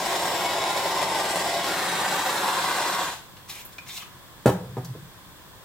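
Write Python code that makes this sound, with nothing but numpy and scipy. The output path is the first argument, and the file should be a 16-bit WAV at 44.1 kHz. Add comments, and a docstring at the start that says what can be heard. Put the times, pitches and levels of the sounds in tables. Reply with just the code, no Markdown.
"""Gas torch in a workshop

A handheld gas torch roars on a brass tube on a workbench, is lifted away and turned off at its valve.
A jacket sleeve rustles, the hand scrapes over the torch head, its latch clicks, and the steel gas bottle
lands on the wooden bench, which booms and rattles. The flame is fluttering noise with pops and a howl;
cloth and skin are noise and stick-slip pulses; latch, bottle and bench are struck modes.
All of it is heard from close by in a small, cluttered workshop with a quiet background."""
import sys
import numpy as np
from scipy import signal
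from scipy.fft import rfft, irfft, next_fast_len
from scipy.io import wavfile
from scipy.ndimage import uniform_filter1d, map_coordinates

SR = 44100
rng = np.random.default_rng(int(sys.argv[2]) if len(sys.argv) > 2 else 0)


def digitize_waveform(pressure):
    """Quantize a signal to 16-bit integers and store it at the path in sys.argv[1].

    Rows of a 2-D input are taken as channels; values are limited to [-1, 1].
    """
    field = np.atleast_2d(pressure).T
    bounded = np.clip(field, -1, 1)
    quanta = np.round(bounded * 32767).astype(np.int16)
    wavfile.write(sys.argv[1], SR, quanta)


N = 248724  # samples
TIME = np.arange(N) / SR
SIZE = 2 * next_fast_len(N // 2 + SR // 2)  # FFT length with room for the echoes
FREQS = np.maximum(np.arange(SIZE // 2 + 1) * SR / SIZE, 1)

# Flame colour on the tube and in free air. Each row: frequency in Hz, relative level in dB per Hz.
TUBE_COLOUR = [(45, -12), (95, -7), (140, -5), (185, 2), (240, -6.5), (720, -1), (1300, -12.5), (2700, -13),
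               (4400, -10), (5400, -9.5), (6300, -17), (7300, -11.5), (10000, -21), (12500, -23.5),
               (13700, -21), (15500, -29)]
FREE_COLOUR = [(45, -50), (95, -11.5), (185, 1.5), (240, -8), (900, 0.5), (2000, 2), (2800, -6.5),
               (5000, -3.5), (6500, -6), (7500, -3.5), (9000, -6.5), (12300, -14.5), (13700, -8.5),
               (15500, -19.5)]
# Resonances of the burner and the surfaces near it. Each row: centre in Hz, width in Hz, boost in dB.
TUBE_RESONANCES = [(361, 138, 10.5), (565, 124, 9.5), (693, 99, 8.5), (805, 96, 10.5), (888, 24, 11.5),
                   (1037, 224, 15.5), (1423, 130, 8.5), (1617, 44, 13.5), (1914, 140, 11), (2036, 64, 10),
                   (2218, 63, 13), (2340, 88, 2.5), (2635, 460, 6.5), (2960, 56, 11.5), (3270, 58, 5.5),
                   (3460, 250, 3.5), (3820, 200, 6.5)]
FREE_RESONANCES = [(344, 200, 7.6), (546, 75, 8.7), (743, 83, 12.2), (890, 176, 7.5), (1027, 170, 10.4),
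                   (1172, 115, 7.4), (1527, 160, 8), (2440, 51, 1), (2760, 210, 7.7), (3266, 270, 6.7),
                   (3610, 270, 4.2), (4005, 440, 6.6)]
# Fixed notches of the room or microphone, in torch and background alike.
# Each row: centre in Hz, width in Hz, boost in dB (negative: a cut).
ROOM_DIPS = [(235, 30, -5), (459, 10, -8.5)]
# Sputters of the flame. Each row: time in seconds, click height in dB above the jet's average.
FLAME_SPUTTERS = [(.64, 24.5), (1.028, 27), (1.358, 24), (2.794, 18), (2.882, 22)]
# The nozzle hovers over the tube, then is lifted away.
# Each row: time in seconds, height above the bench in cm.
NOZZLE_HEIGHT = [(0, 10.1), (.55, 9.6), (1.1, 9.2), (1.33, 12), (1.55, 8.6), (1.66, 11), (1.77, 20),
                 (2.1, 25), (2.5, 29.4)]
# The howl moves as the torch swings and sinks as the flame dies.
# Each row: time in seconds, centre in Hz, level in dB before the valve closes.
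HOWL_PATH = [(0, 989, -37), (1.1, 980, -33), (1.28, 760, -37), (1.62, 780, -38), (1.75, 1015, -46),
             (1.95, 998, -36), (2.04, 790, -32.5), (2.27, 899, -35.5), (2.5, 950, -29.5), (2.7, 983.4, -34),
             (2.77, 859.4, -32), (2.95, 1030, -33.5), (3.06, 1070, -35), (3.1, 920, -29), (3.17, 692, -34)]

# Bottle meeting the bench and rocking.
# Each row: time in seconds, then the blow to boom, knock, ring and clatter, each in relative dB.
BOTTLE_BLOWS = [(4.458, -7.5, -3.5, -9, -28), (4.4597, -34, -16, -27, -15.5), (4.4717, -13, -15, -14, -23),
                (4.482, -15.5, -27, -31, -31), (4.492, -47, -17, -13, -23), (4.769, -30, -22.5, -18.5, -40),
                (4.777, -24, -27.5, -27.5, -39), (4.951, -49.5, -32.5, -47, -72)]
# Slow modes of the bench top. Each row: pitch in Hz, level in dB, T60 in seconds.
BENCH_MODES = [(53.5, -16, .25), (87, -17, 0.1), (101, -9.5, 0.17), (125, -0.5, 0.11), (145, -14, 0.14),
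               (180.1, -13.5, 0.54)]
# Modes of the wood under the bottle. Each row: pitch in Hz, level in dB, T60 in seconds.
KNOCK_MODES = [(249, -18, 0.26), (293, -13, .15), (335, -14.5, 0.18), (379, -13.5, 0.19), (429, 3.5, 0.024),
               (510, -13.5, 0.16), (560, -8.5, 0.018), (660, -12.5, 0.077)]
# Modes of the steel bottle. Each row: pitch in Hz, level in dB, T60 in seconds.
BOTTLE_MODES = [(730, -14, 0.057), (747, -17, 0.12), (806, -15, 0.22), (889, -20.5, 0.13),
                (923, -11, 0.056), (1088, -22, 0.063), (1220, -31, 0.26), (1400, -35, 0.14),
                (1630, -24, 0.049)]
# Colour of tools jolted on the bench. Each row: frequency in Hz, relative level in dB per Hz.
CLATTER_COLOUR = [(40, 4), (200, 14), (800, 13), (1500, 2.5), (2000, -2.5), (2800, -6), (5000, -10.5),
                  (8000, -11), (12000, -15), (15500, -15)]
# Tilts of the bottle, each swelling a low note. 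Each row: centre in seconds, level in dB, pitch in Hz.
BOTTLE_TILTS = [(4.555, -23, 182), (4.619, -37, 175), (4.861, -33, 171), (4.908, -29, 127),
                (4.971, -39, 150), (5.034, -40.5, 147)]

# The torch's metal latch snaps and rebounds. Each row: time in seconds, strength in dB.
LATCH_HITS = [(3.783, -29.5), (3.798, -50)]
# Modes of the latch. Each row: pitch in Hz, level in dB, T60 in seconds.
LATCH_MODES = [(2360, 1, .03), (2490, -0.5, 0.033), (2930, -8, .025), (5170, -15, .03)]
# Small clicks of hands, torch head and bottle.
# Each row: start in seconds, relative level in dB, pitch in Hz, width in Hz, T60 in seconds.
SMALL_CLICKS = [(3.369, -36.5, 3290, 1500, 0.054), (3.65, -27, 13800, 1600, 0.04),
                (3.783, -30, 3000, 2500, 0.024), (3.785, -28.5, 1220, 400, 0.025),
                (3.865, -31, 2320, 450, 0.035), (3.982, -31.5, 800, 600, 0.029),
                (4.024, -30.5, 1250, 250, .04), (4.847, -30.5, 5100, 1540, 0.053),
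                (4.847, -31, 10900, 7100, 0.02)]
# Scrapes of the hand over torch head and bottle.
# Each row: start in seconds, length in seconds, level in dB, pitch in Hz, nominal width in Hz.
HAND_SCRAPES = [(3.493, 0.022, -42, 3750, 900), (3.495, 0.039, -49, 2050, 1000),
                (3.536, 0.078, -49, 2350, 650), (3.881, 0.032, -45.5, 2340, 450),
                (3.888, 0.028, -41, 3350, 700), (3.958, 0.013, -39, 3750, 700),
                (3.967, .012, -39, 2700, 500), (3.995, 0.037, -46, 2690, 600)]
# Strokes of the sleeve. Each row: start in seconds, length in seconds, level in dB.
SLEEVE_STROKES = [(3.476, 0.14, -41.5), (3.711, .02, -49), (3.857, 0.17, -43), (3.956, 0.016, -44)]
# Colour of the rubbing cloth. Each row: frequency in Hz, relative level in dB per Hz.
CLOTH_COLOUR = [(400, -29), (750, -5.5), (1200, -6), (1550, -14), (2300, -1.5), (3050, -6), (3750, -2.5),
                (4600, -7.5), (6100, -4), (9900, -10), (13400, -8), (15500, -10.5)]

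# The torch swings a little to the right, then the handling moves to the left.
# Each row: time in seconds, lag of the right channel in seconds.
SOURCE_BEARING = [(1.6, .000002), (2.0, -.00002), (2.5, .000003), (2.9, .000024), (3.5, .00003),
                  (4.4, .00002)]
# Microphone pair for near sounds. Each row: frequency in Hz, left over right in dB.
NEAR_PAN = [(100, -0.5), (700, 0.65), (2400, 0.5), (4400, 0.5), (8100, 5), (10500, 2.5), (13500, -4.5),
            (15500, -3)]
# Microphone pair for diffuse sound. Each row: frequency in Hz, side over mid in dB.
DIFFUSE_WIDTH = [(50, -7), (130, -3), (300, -8.5), (650, -7.5), (1400, -5), (3000, 2.5), (15000, 0.5)]
# Echo strength. Each row: frequency in Hz, echo level in dB relative to the direct sound.
ECHO_LEVEL = [(100, -51), (400, -11.5), (1200, -0.5), (3000, 0), (8000, 0), (15000, 6.5)]
# Echo decay. Each row: frequency in Hz, T60 in seconds.
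ECHO_T60 = [(100, 1), (500, 0.5), (1200, 0.41), (4000, 0.37), (15000, 0.28)]
# Workshop background colour. Each row: frequency in Hz, relative level in dB per Hz.
BACKGROUND_COLOUR = [(30, -1), (50, -7), (80, -0.5), (110, -.5), (160, -3), (260, -7), (650, -11),
                     (1100, -10.5), (2400, -17), (4200, -17), (6500, -21), (7800, -18), (10000, -22.5),
                     (12500, -23), (13700, -17), (15500, -19)]
# Resonances of the background. Each row: centre in Hz, width in Hz, boost in dB.
BACKGROUND_RESONANCES = [(134, 31, 4.1), (186, 17, 4.9), (320, 130, 0.9), (1030, 140, 7.2),
                         (1700, 330, 4.3), (3420, 470, 6.2)]

SOUND_CM_PER_S = 34300
# above this height the flame slips off the tube, over about this reach, up to this share in free air
TUBE_CM, REACH_CM, FREE_SHARE = 8.4, 5.3, 0.86
# level of each part of the flame on the tube, and its change in free air (dB)
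ROAR_DB, ROAR_FREE_DB = -29, -1
RUSH_DB, RUSH_FREE_DB = -37.5, 3
HISS_DB, HISS_FREE_DB = -33, 1.05
# around one height the bench deepens the roar; the spread is in octaves of height
DEEP_CM, DEEP_OCTAVES = 20.7, 0.66
# bass boost at that height and elsewhere, then the change of roar, rush and hiss at that height
DEEP_BASS_DB, PLAIN_BASS_DB = 9.5, -2.5
DEEP_ROAR_DB, DEEP_RUSH_DB, DEEP_HISS_DB = -2.5, 3, -0.68
# above this height the roar loses its bass
THIN_CM, THIN_DB_PER_CM = 27.4, 1.2
HOWL_WIDTH_HZ = 210
# the valve is turned: the flow sags, then the needle seats and chokes it by 60 dB within CHOKE_S
VALVE_TURN_S, SAG_DB_PER_S = 2.81, 5
VALVE_SEAT_S, CHOKE_S = 3.033, 0.29
BURN_POWER = 1.65  # burning follows the flow to this power, so it dies sooner than the gas hiss
# after landing, the bottle's rim rolls on the wood, ever more quietly, until it stands
ROLL_DB, ROLL_FADE_DB_PER_S, ROLL_S = -34, 22, 0.63
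TILT_S = 0.015
SCRAPE_ATTACK_S, SCRAPE_T60_S = 0.009, 0.046
STROKE_ATTACK_S, STROKE_T60_S = 0.025, 0.049
# strong first cluster of echoes from the bench and its clutter: dB above the later ones, and its T60
EARLY_DB, EARLY_T60_S = 5.5, 0.037
BACKGROUND_DB = -46.5
CUTOFF_HZ = 15850


def from_db(db):
    """Decibels to gain."""
    return 10 ** (np.asarray(db) / 20)


def rms_one(x):
    """Scale to unit power."""
    return x / np.sqrt(np.mean(x ** 2) + 1e-20)


def in_time(rows):
    """Each column of a curve at every sample."""
    seconds, *columns = np.transpose(rows)
    return [np.interp(TIME, seconds, column) for column in columns]


def at_hz(points, hz=FREQS):
    """Read a spectrum on a log-frequency axis."""
    f, value = np.transpose(points)
    return np.interp(np.log(hz), np.log(f), value)


def drift(rate):
    """Smooth chance with spread 1 that turns about rate times a second."""
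    knots = rng.standard_normal(N // 8)
    return rms_one(map_coordinates(knots, [TIME * rate], order=2, mode="wrap"))


def butter(x, order, hz, kind="low"):
    """Causal low- or high-pass."""
    return signal.sosfilt(signal.butter(order, hz, kind, fs=SR, output="sos"), x)


def butter_even(x, order, hz, kind="low"):
    """Low- or high-pass run both ways, so that it adds no delay."""
    return signal.sosfiltfilt(signal.butter(order, hz, kind, fs=SR, output="sos"), x)


def colour(x, spectrum, peaks=()):
    """Causal filter with a broad spectrum and resonant boosts; white noise keeps its power."""
    level = at_hz(spectrum)
    for hz, width, boost in peaks:
        level = level + boost / (1 + (2 * (FREQS - hz) / width) ** 2)
    # folding the cepstrum forward in time gives minimum phase: no pre-ringing
    cepstrum = irfft(np.log(rms_one(from_db(level))))
    response = np.exp(2 * rfft(cepstrum[:SIZE // 2], SIZE) - cepstrum[0])
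    return irfft(rfft(x, SIZE) * response)[..., :N]


def impulses(times, levels_db):
    """One single-sample click at each time."""
    out = np.zeros(N)
    out[np.round(np.asarray(times) * SR).astype(int)] = from_db(levels_db)
    return out


def ring(hits, modes):
    """Every hit sets each mode ringing as a dying sine; neighbouring modes swing in opposite directions."""
    t = TIME[:SR]
    response = 0
    for k, (hz, db, t60) in enumerate(modes):
        response = response + (-1) ** k * from_db(db - 60 * t / t60) * np.sin(2 * np.pi * hz * t)
    return signal.fftconvolve(hits, response)[:N]


def resonance(x, hz, width):
    """One resonance at unit power."""
    r = np.exp(-np.pi * width / SR)
    poles = [1, -2 * r * np.cos(2 * np.pi * hz / SR), r * r]
    return rms_one(signal.lfilter([1, 0, -1], poles, x))


def burst(start, t60):
    """Envelope that jumps up at start and dies away."""
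    return (TIME >= start) * from_db(-60 * np.clip((TIME - start) / t60, 0, 2))


def stroke(start, length, attack_s, t60):
    """Envelope of a rub: it builds up, holds and dies away."""
    attack = np.clip((TIME - start) / attack_s, 0, 1)
    return attack * from_db(-60 * np.clip((TIME - start - length) / t60, 0, 2))


def steady(x, size=8000):
    """Even out changes of level slower than about size samples; faster flutter stays."""
    return x / np.sqrt(np.abs(uniform_filter1d(x ** 2, size)) + 1e-12)


def torch(echo_share=0.16):
    """Turbulent burning: roar, rush and hiss of one jet, coloured by where the flame points."""
    height, = in_time(NOZZLE_HEIGHT)
    lift = np.clip(FREE_SHARE * (1 - np.exp((TUBE_CM - height) / REACH_CM)), 0, 1)
    deep = np.exp(-.5 * (np.log2(height / DEEP_CM) / DEEP_OCTAVES) ** 2)
    thinning_db = THIN_DB_PER_CM * np.maximum(height - THIN_CM, 0)
    bass_db = deep * DEEP_BASS_DB + (1 - deep) * PLAIN_BASS_DB - thinning_db
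    jet = gas_jet() + impulses(*np.transpose(FLAME_SPUTTERS))
    on_tube = colour(jet, TUBE_COLOUR, TUBE_RESONANCES + ROOM_DIPS)
    in_air = colour(jet, FREE_COLOUR, FREE_RESONANCES + ROOM_DIPS)
    flame = (1 - lift) * on_tube + lift * in_air
    # combustion roars below, the gas jet hisses above, the rush lies between
    lows = butter_even(flame, 4, 1200)
    highs = butter_even(flame, 4, 2500, "high")
    mids = flame - lows - highs
    # surfaces close to the flame reinforce its bass
    lows = lows + (from_db(bass_db) - 1) * butter_even(lows, 3, 700)
    # the hiss bounces off the bench: hollow bands that sweep as the nozzle moves
    bounce = map_coordinates(highs, [(TIME - 2 * height / SOUND_CM_PER_S) * SR], order=3)
    highs = highs + echo_share * (1 - lift / 2) * bounce
    roar = steady(lows) * from_db(ROAR_DB + ROAR_FREE_DB * lift + DEEP_ROAR_DB * deep)
    rush = steady(mids) * from_db(RUSH_DB + RUSH_FREE_DB * lift + DEEP_RUSH_DB * deep)
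    hiss = steady(wander(highs)) * from_db(HISS_DB + HISS_FREE_DB * lift + DEEP_HISS_DB * deep)
    flow = gas_flow()
    return (roar + howl() + rush) * flow ** BURN_POWER + hiss * flow


def gas_jet(flutter_db=1.0, flutter_rate=70, crackle_db=-2.5, crackles_per_s=2500, spread_db=3.5):
    """Turbulent gas: white noise full of tiny pops of uneven size, fluttering as a whole."""
    sizes = from_db(spread_db * np.minimum(rng.exponential(1, N), 5))
    pops = (rng.random(N) < crackles_per_s / SR) * sizes * rng.choice([-1, 1], N)
    turbulence = rng.standard_normal(N) + from_db(crackle_db) * rms_one(pops)
    return rms_one(turbulence * from_db(flutter_db * drift(flutter_rate)))


def wander(x, rate=6.44, count=20, depth_db=1.1):
    """The colour shifts slightly with small moves of the hand: each band swells and sinks on its own."""
    spectrum = rfft(x, SIZE)
    place = np.interp(FREQS, np.geomspace(1500, 14000, count), np.arange(count))
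    out = 0
    for k in range(count):
        band = irfft(spectrum * np.maximum(1 - abs(place - k), 0))[:N]
        out = out + band * from_db(depth_db * drift(rate))
    return out


def howl():
    """Turbulence in one moving resonance: narrow noise carried up to a gliding centre."""
    hz, db = in_time(HOWL_PATH)
    a, b = butter(rng.standard_normal((2, N)), 2, HOWL_WIDTH_HZ / 2)
    turn = 2 * np.pi * np.cumsum(hz) / SR
    return steady(a * np.cos(turn) + b * np.sin(turn)) * from_db(db)


def gas_flow():
    """Gain of the flame as the valve is turned shut: a slow sag, then an ever steeper choke."""
    sag_db = SAG_DB_PER_S * np.maximum(TIME - VALVE_TURN_S, 0)
    choke_db = 60 * np.clip((TIME - VALVE_SEAT_S) / CHOKE_S, 0, 2) ** 2
    return from_db(-sag_db - choke_db)


def bottle(clatter_db=-0.5, clatter_t60=0.07, grain_db=-2.0, lowest_hz=84):
    """The rim lands in several touches: the bench booms and knocks, the bottle rings, loose tools clatter."""
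    times, boom, knock, shell, clatter = np.transpose(BOTTLE_BLOWS)
    body = ring(impulses(times, boom), BENCH_MODES)
    body = body + ring(impulses(times, knock), KNOCK_MODES)
    body = body + ring(impulses(times, shell), BOTTLE_MODES)
    # the boom, knock and rocking are thinned below the lowest pitch
    wood = butter(body + rocking(times[0]), 3, lowest_hz, "high")
    jolts = sum(from_db(db + clatter_db) * burst(s, clatter_t60) for s, db in zip(times, clatter))
    rattle = jolts * rng.standard_normal(N) * from_db(grain_db * drift(700))
    return wood + colour(rattle, CLATTER_COLOUR)


def rocking(landing):
    """The rim rolls on the wood: a fading rumble of bench modes, and a low note at every tilt."""
    age = TIME - landing
    rolling = (age > TILT_S) * (age < ROLL_S)
    roll = rolling * from_db(ROLL_DB - ROLL_FADE_DB_PER_S * np.maximum(age, 0))
    out = steady(ring(rng.standard_normal(N), BENCH_MODES), size=1500) * uniform_filter1d(roll, size=1500)
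    for s, db, hz in BOTTLE_TILTS:
        swell = np.exp(-.5 * ((TIME - s) / TILT_S) ** 2)
        out = out + from_db(db) * swell * np.sin(2 * np.pi * hz * (TIME - s))
    return out


def latch():
    """The metal latch snaps and rebounds, each hit ringing its small stiff modes."""
    return ring(impulses(*np.transpose(LATCH_HITS)), LATCH_MODES)


def handling_clicks(level_db=-8.0):
    """Each click is a short rattle: noise in one resonance that dies at once."""
    out = 0
    for s, db, hz, width, t60 in SMALL_CLICKS:
        rattle = resonance(rng.standard_normal(N), hz, width)
        out = out + from_db(db + level_db) * rattle * burst(s, t60)
    return out


def scrapes(slips_per_s=850, unevenness=.5, spread_db=2.0):
    """Skin sticks and slips on the metal in a quick, uneven run, setting one of its resonances rasping."""
    slip_rate = slips_per_s * np.exp(unevenness * drift(600))
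    slips = np.diff(np.floor(np.cumsum(slip_rate) / SR), prepend=0)
    rasp = slips * from_db(spread_db * rng.standard_normal(N)) * rng.choice([-1, 1], N)
    out = 0
    for s, length, db, hz, width in HAND_SCRAPES:
        # two wide resonators in a row give steeper skirts
        tone = resonance(resonance(rasp, hz, 2 * width), hz, 2 * width)
        out = out + from_db(db) * tone * stroke(s, length, SCRAPE_ATTACK_S, SCRAPE_T60_S)
    return out


def sleeve(grain_db=2.0, grain_rate=400, fold_db=2.5, fold_rate=40):
    """Woven cloth slides in many tiny catches; its folds pass unevenly, lows and highs each in their own way."""
    catches = rng.standard_normal(N) * from_db(grain_db * drift(grain_rate))
    rub = colour(rms_one(catches), CLOTH_COLOUR)
    lows = butter(rub, 2, 3200)
    folds = sum(part * from_db(fold_db * drift(fold_rate)) for part in (lows, rub - lows))
    moves = 0
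    for s, length, db in SLEEVE_STROKES:
        moves = moves + from_db(db) * stroke(s, length, STROKE_ATTACK_S, STROKE_T60_S)
    return folds * moves


def workshop(x, shifts_per_s=4., count=4):
    """Direct sound plus echo patterns that blend into one another as hands and body move."""
    blend = np.array([drift(shifts_per_s) for _ in range(count)])
    blend = blend / np.linalg.norm(blend, axis=0)
    reflected = sum(rfft(x * share, SIZE) * echoes() for share in blend)
    lag, = in_time(SOURCE_BEARING)
    right = map_coordinates(x, [(TIME - lag) * SR], order=5)
    direct = rfft([x, right], SIZE)
    wet = from_db(at_hz(ECHO_LEVEL))
    both = (direct + wet * reflected) / np.sqrt(1 + wet ** 2 / 2)
    return irfft(both * from_db(at_hz(NEAR_PAN) * [[.5], [-.5]]))[:, :N]


def echoes(first_echo=0.0019):
    """Frequency response of dense echoes: a quick cluster from the bench, then the walls, highs dying first."""
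    t, tail = TIME[:SR // 2], 0
    white = rfft(rng.standard_normal((2, len(t))))
    hz = np.maximum(np.arange(white.shape[1]) * SR / len(t), 1)
    early = from_db(EARLY_DB - 60 * t / EARLY_T60_S)
    for low in 2. ** np.arange(5, 15):  # octave bands, each with its own decay
        band = irfft(white * (hz >= low) * (hz < 2 * low), len(t))
        late = from_db(-60 * t / at_hz(ECHO_T60, low * np.sqrt(2)))
        decay = (early + late) * (t > first_echo)
        tail = tail + band * decay / np.linalg.norm(decay)
    return rfft(diffuse(tail), SIZE)


def diffuse(pair):
    """Two unrelated signals as a sound from all round: more alike in the bass, apart in the treble."""
    mid, side = rfft(pair, SIZE)
    width = from_db(at_hz(DIFFUSE_WIDTH))
    return irfft((mid + side * width * [[1], [-1]]) / np.sqrt(1 + width ** 2))[:, :N]


def background():
    """Quiet, even rush and low rumble of the workshop: coloured noise from all round."""
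    noise = colour(rng.standard_normal((2, N)), BACKGROUND_COLOUR, BACKGROUND_RESONANCES + ROOM_DIPS)
    return diffuse(noise) * from_db(BACKGROUND_DB)


def scene():
    """Torch, handling and bottle share one room; the background lies under them."""
    handling = sleeve() + scrapes() + handling_clicks() + latch()
    return workshop(torch() + handling + bottle()) + background()


def record(dry):
    """The microphone thins the deep bass; the top is cut."""
    thinned = butter(dry, 2, 35, "high")
    return signal.sosfilt(signal.ellip(12, .1, 80, CUTOFF_HZ, fs=SR, output="sos"), thinned)


dry = scene()
out = record(dry)
digitize_waveform(out)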